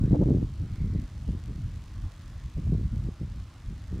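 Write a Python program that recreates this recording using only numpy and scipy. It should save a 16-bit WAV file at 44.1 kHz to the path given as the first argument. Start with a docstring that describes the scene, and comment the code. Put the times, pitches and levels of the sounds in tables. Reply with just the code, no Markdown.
"""Gusts of wind buffet a microphone at the reedy edge of a lake.
Turbulent pressure on the diaphragm makes a deep rumble, single eddies thump it, and the harder gusts
break into a higher flutter with sharp puffs at their crests. Behind them lie a steady hiss, faint sighs
of wind in the reeds and a fine crackle that repeats 50 times a second, like a distant power line."""
import numpy as np
from scipy import signal
from scipy.fft import rfft, irfft
from scipy.ndimage import uniform_filter1d
import sys
import numpy as np
from scipy import signal
from scipy.fft import rfft, irfft
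from scipy.io import wavfile
from scipy.ndimage import uniform_filter1d

SR = 44100
rng = np.random.default_rng(int(sys.argv[2]) if len(sys.argv) > 2 else 0)


def bounce(signal):
    """Save signal as a 16-bit WAV file at the path given by the first command-line argument."""
    frames = np.transpose(np.atleast_2d(signal))
    limited = np.clip(frames, -1, 1)
    pcm = np.round(limited * 32767).astype(np.int16)
    wavfile.write(sys.argv[1], SR, pcm)


N = 176400


def amp(db):
    """Amplitude ratio: tenfold for every 20 dB."""
    return 10 ** (np.asarray(db) / 20)


def unit(x):
    """Normalisation to an rms of 1."""
    return x / np.sqrt(np.mean(x ** 2) + 1e-20)


def at_hz(points, hz):
    """Interpolation on a log-frequency axis."""
    f, value = np.transpose(points)
    return np.interp(np.log(hz + 1), np.log(f + 1), value)


def at_time(points):
    """Linear interpolation of a curve at every sample."""
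    return np.interp(np.arange(N) / SR, *np.transpose(points))


def colour(x, points, size=8192):
    """Minimum-phase filtering: a causal response shapes the spectrum; the result has rms 1."""
    log_gain = np.log(amp(at_hz(points, abs(np.fft.fftfreq(size, 1 / SR)))))
    response = np.exp(np.conj(signal.hilbert(log_gain)))
    taps = np.fft.ifft(response).real[:size // 2]
    return unit(irfft(rfft(x) * rfft(taps, N), N))


def steadied(x, span_s):
    """Division by the running rms holds a random flow even over spans longer than span_s."""
    size = max(int(span_s * SR), 8)
    power = uniform_filter1d(uniform_filter1d(x ** 2, size), size)
    return unit(x / np.sqrt(abs(power) + 1e-4))


def eddies(rate_per_s=420, spread_db=6):
    """Shot noise: eddies strike at random, each a pressure impulse of random size and sign."""
    size = amp(spread_db * np.minimum(rng.exponential(1, N), 4))
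    sign = rng.choice([-1., 1.], N)
    return size * sign * (rng.random(N) < rate_per_s / SR)


# Spectrum of the deep wind pressure: frequency_hz, relative_db
RUMBLE_SPECTRUM = [(10, -49), (25, -11.5), (45, 2), (65, 0), (92, 0.5), (130, -7), (200, -20.5), (300, -31),
                   (600, -71), (2000, -74.5)]

def rumble(gust_db, knee_db=-26):
    """Saturation: low turbulent noise grows with the gust, then levels off above the knee."""
    push = amp(gust_db) / np.sqrt(1 + amp(gust_db - knee_db) ** 2)
    turbulence = colour(rng.standard_normal(N), RUMBLE_SPECTRUM)
    return amp(0.5) * push * steadied(turbulence, span_s=0.05)


# Spectrum of one thump: frequency_hz, relative_db
THUMP_SPECTRUM = [(20, -51.5), (70, -12.5), (130, 0.5), (190, -1.5), (290, -8.5), (390, -25), (800, -76.5),
                  (2500, -101.5)]

def thumps(kicks, gust_db, flutter_db, flutter_share=0.51):
    """Impulse response: each eddy gives the diaphragm a short, low thump."""
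    drive_db = (1 - flutter_share) * gust_db + flutter_share * (flutter_db + 12.5)
    return amp(drive_db - 4.5) * steadied(colour(kicks, THUMP_SPECTRUM), span_s=0.029)


# Spectrum of the flutter: frequency_hz, relative_db
FLUTTER_SPECTRUM = [(30, -21), (130, -10.5), (290, 2.5), (420, -10.5), (600, -25.5), (900, -42),
                    (1400, -57), (4000, -84)]

def flutter(kicks, flutter_db):
    """Impulse excitation: in hard gusts the same eddies drive a higher band, near 290 Hz."""
    return amp(flutter_db + 3.5) * steadied(colour(kicks, FLUTTER_SPECTRUM), span_s=0.027)


# Spectrum of the swirl: frequency_hz, relative_db
SWIRL_SPECTRUM = [(25, -44.5), (70, -31), (150, -1), (330, 1.5), (500, -7), (750, -19.5), (1100, -34.5),
                  (1600, -42), (4000, -63)]

def swirl(flutter_db):
    """Antiphase pressure: a small swirl pushes the two microphone ports in opposition."""
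    pressure = amp(flutter_db - 16.5) * steadied(colour(eddies(), SWIRL_SPECTRUM), span_s=0.063)
    return pressure * np.array([[1], [-1]])


# Push of the wind on the microphone: time_s, relative_db
GUST_ENVELOPE = [(0.0, -30), (0.02, -9.5), (0.08, -26), (0.13, -10), (0.17, -47), (0.2, -20), (0.29, -27.5),
                 (0.32, -24), (0.43, -26.5), (0.49, -35.5), (0.57, -37.5), (0.63, -25), (0.68, -44),
                 (0.73, -29), (0.77, -47), (0.79, -31.5), (0.85, -21), (0.91, -29.5), (0.93, -25),
                 (1.04, -30.5), (1.08, -48.5), (1.17, -36.5), (1.26, -36), (1.29, -22), (1.41, -41.5),
                 (1.5, -33), (1.54, -38), (1.68, -28), (1.7, -41), (1.77, -33.5), (1.85, -47),
                 (2.07, -27.5), (2.1, -48.5), (2.39, -37.5), (2.41, -45), (2.46, -32), (2.53, -52.5),
                 (2.57, -22), (2.63, -40), (2.67, -15.5), (2.84, -29.5), (2.86, -12), (2.9, -45),
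                 (2.94, -15.5), (2.96, -32), (3.0, -23), (3.04, -33), (3.07, -27.5), (3.17, -51),
                 (3.22, -32), (3.26, -35), (3.29, -38), (3.4, -34), (3.52, -51), (3.64, -44.5), (3.69, -30),
                 (3.77, -41.5), (3.91, -38), (3.94, -25.5), (4.0, -39)]
# Strength of the flutter within the gusts: time_s, relative_db
FLUTTER_ENVELOPE = [(0.0, -50), (0.02, -32), (0.03, -34), (0.07, -37.5), (0.12, -34), (0.13, -19.5),
                    (0.14, -30), (0.19, -31), (0.21, -22), (0.24, -34.5), (0.29, -26.5), (0.32, -25),
                    (0.34, -26), (0.37, -31), (0.41, -46), (0.42, -24), (0.44, -42), (0.54, -71),
                    (0.62, -49), (0.71, -58), (0.86, -44.5), (0.92, -54), (0.95, -37.5), (1.08, -64),
                    (1.25, -67), (1.29, -36), (1.3, -48), (1.38, -43), (1.4, -64), (1.47, -64), (1.49, -45),
                    (1.56, -56), (1.58, -47), (1.6, -63), (2.55, -75), (2.58, -42), (2.68, -60),
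                    (2.71, -39.5), (2.74, -33), (2.77, -52), (2.78, -43), (2.8, -42.5), (2.86, -53),
                    (2.9, -73), (2.94, -45), (3.02, -59), (3.09, -39.5), (3.12, -70), (3.19, -70),
                    (3.22, -38), (3.25, -57.5), (3.65, -84), (3.72, -54), (3.89, -82), (3.92, -45),
                    (4.0, -45.5)]

def wind():
    """Turbulent buffeting: rumble, thumps and flutter reach both ports in phase; the swirl adds width."""
    gust_db, flutter_db = at_time(GUST_ENVELOPE), at_time(FLUTTER_ENVELOPE)
    kicks = eddies()
    in_phase = rumble(gust_db) + thumps(kicks, gust_db, flutter_db) + flutter(kicks, flutter_db)
    return in_phase + swirl(flutter_db)


# Spectrum of the background hiss: frequency_hz, relative_db
HISS_SPECTRUM = [(30, 3.9), (200, 6), (290, 11.55), (390, -2), (600, 0.5), (780, -2), (1100, 0.4),
                 (1600, -3), (2500, -7), (4000, -9), (6300, -13), (10000, -22), (15500, -33)]
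# Likeness of the hiss at left and right: frequency_hz, coherence_ratio
HISS_COHERENCE = [(100, 1), (1200, 1), (2500, 0.98), (5000, 0.96), (9000, 0.42), (15000, .2)]
# Distant sighs: peak_s, length_s, centre_hz, glide_octaves_per_s, level_over_hiss_db
REED_SIGHS = [(.04, .11, 1500, 5, 7), (.82, .2, 2150, -.3, 4), (.99, .18, 1920, -.5, 5),
              (2.1, .9, 1130, 0, -1), (2.28, .4, 1800, 0, 0), (3.55, .5, 1150, 0, -3),
              (3.95, .25, 1850, 0, 0)]

def reeds(level_db=-57, left_over_right_db=-1.14, patchy_db=1.0, sigh_width_octaves=0.16):
    """Flow noise: air over reeds and water hisses; narrow bands swell into sighs, some gliding."""
    window, hop = 1024, 256
    frames, hz = N // hop + 5, np.fft.rfftfreq(window, 1 / SR)
    t = np.arange(frames)[:, None] * hop / SR
    left_re, left_im, apart_re, apart_im, patches = rng.standard_normal((5, frames, len(hz)))
    patches = uniform_filter1d(patches, size=20, axis=0)  # level ripple, smooth in time
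    patches = unit(uniform_filter1d(patches, size=10, axis=1))  # and in frequency
    power = 1
    for peak_s, length_s, centre_hz, glide, db in REED_SIGHS:
        octaves_off = np.log2((hz + 1) / centre_hz) - glide * (t - peak_s)
        falloff = (2 * (t - peak_s) / length_s) ** 2 + (octaves_off / sigh_width_octaves) ** 2
        power = power + amp(db) ** 2 * np.exp(-falloff)
    coherence = np.clip(at_hz(HISS_COHERENCE, hz), 0, 1)
    left = left_re + 1j * left_im
    right = coherence * left + np.sqrt(1 - coherence ** 2) * (apart_re + 1j * apart_im)
    gain = np.sqrt(power) * amp(at_hz(HISS_SPECTRUM, hz) + patchy_db * patches)
    spectra = np.array([left, right]) * gain
    _, hiss = signal.istft(spectra, nperseg=window, noverlap=window - hop, time_axis=1, freq_axis=2)
    return amp(level_db + left_over_right_db * np.array([[.5], [-.5]])) * unit(hiss[:, :N])


# Places in the mains cycle where sparks gather: delay_s, scatter_s, relative_db
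SPARK_TIMING = [(.0103, 0.000098, 0), (.0142, .0002, -3), (.0188, 0.00013, 5.5), (0.0216, 0.00041, -3),
                (.0006, .0005, -4.5), (.0012, .0005, -3), (.0111, 0.0013, -6.5), (0.014, .0005, -2.5)]
# Spectrum of one spark: frequency_hz, relative_db
SPARK_SPECTRUM = [(500, -40), (1500, 2.5), (3500, 4), (7000, 0.5), (10000, -5.5), (15500, -14)]
# Slow swell of the crackle: time_s, relative_db
CRACKLE_ENVELOPE = [(0, 0.5), (.6, -0.5), (1.25, 1.5), (1.55, 0.5), (2.02, 1.5), (2.3, 0.5), (2.8, -0.5),
                    (3.15, -1.5), (4, 0)]

def crackle(mains_hz=49.977, spread_db=3.4, apart_db=-5):
    """Periodic discharge: tiny, uneven sparks fire at nearly the same phases of each mains cycle."""
    cycles_s = np.arange(0, N / SR, 1 / mains_hz)
    clicks = np.zeros((2, N))
    for delay_s, scatter_s, db in SPARK_TIMING:
        late, size = rng.standard_normal((2, len(cycles_s)))
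        at = np.round((cycles_s + delay_s + scatter_s * late) * SR).astype(int) % N
        sign = rng.choice([-1., 1.], (2, len(cycles_s)))
        clicks[:, at] += amp(db + spread_db * np.minimum(size, 2)) * sign
    shared, apart = colour(clicks, SPARK_SPECTRUM) * amp([[0], [apart_db]])
    return amp(at_time(CRACKLE_ENVELOPE) - 68) * np.array([shared + apart, shared - apart])


# Sharp puffs at the crests of the gusts: peak_s, length_s, level_db
CREST_PUFFS = [(0.149, 0.037, -32.5), (.226, 0.026, -33), (0.3, 0.036, -43), (0.413, 0.017, -64),
               (0.977, 0.019, -61), (1.282, 0.016, -60), (1.494, 0.01, -70), (2.575, 0.013, -52),
               (2.672, 0.014, -52), (2.747, 0.024, -47.5), (3.224, .02, -60)]
# Spectrum of a puff: frequency_hz, relative_db
PUFF_SPECTRUM = [(60, -25), (300, -2), (500, 5), (800, -7.5), (1200, -22), (1800, -37), (5000, -68)]

def puffs(apart_db=-5):
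    """Partial coherence: brief bursts of fine turbulence reach the two ports only partly alike."""
    t = np.arange(N) / SR
    swell = sum(amp(db) * np.exp(-(2 * (t - peak_s) / length_s) ** 2)
                for peak_s, length_s, db in CREST_PUFFS)
    shared, apart = [steadied(colour(air, PUFF_SPECTRUM), span_s=0.011)
                     for air in rng.standard_normal((2, N))]
    return swell * (shared + amp(apart_db) * apart * np.array([[1], [-1]]))


def scene():
    """Superposition: wind on the microphone adds to the quiet lakeside."""
    return wind() + puffs() + reeds() + crackle()


def record(dry, cutoff_hz=15720):
    """Band limiting: a steep linear-phase low-pass removes the highest treble."""
    taps = signal.firwin(1023, cutoff_hz, window=("kaiser", 9), fs=SR)
    return signal.oaconvolve(dry, taps[None], "same")


dry = scene()
out = record(dry)
bounce(out)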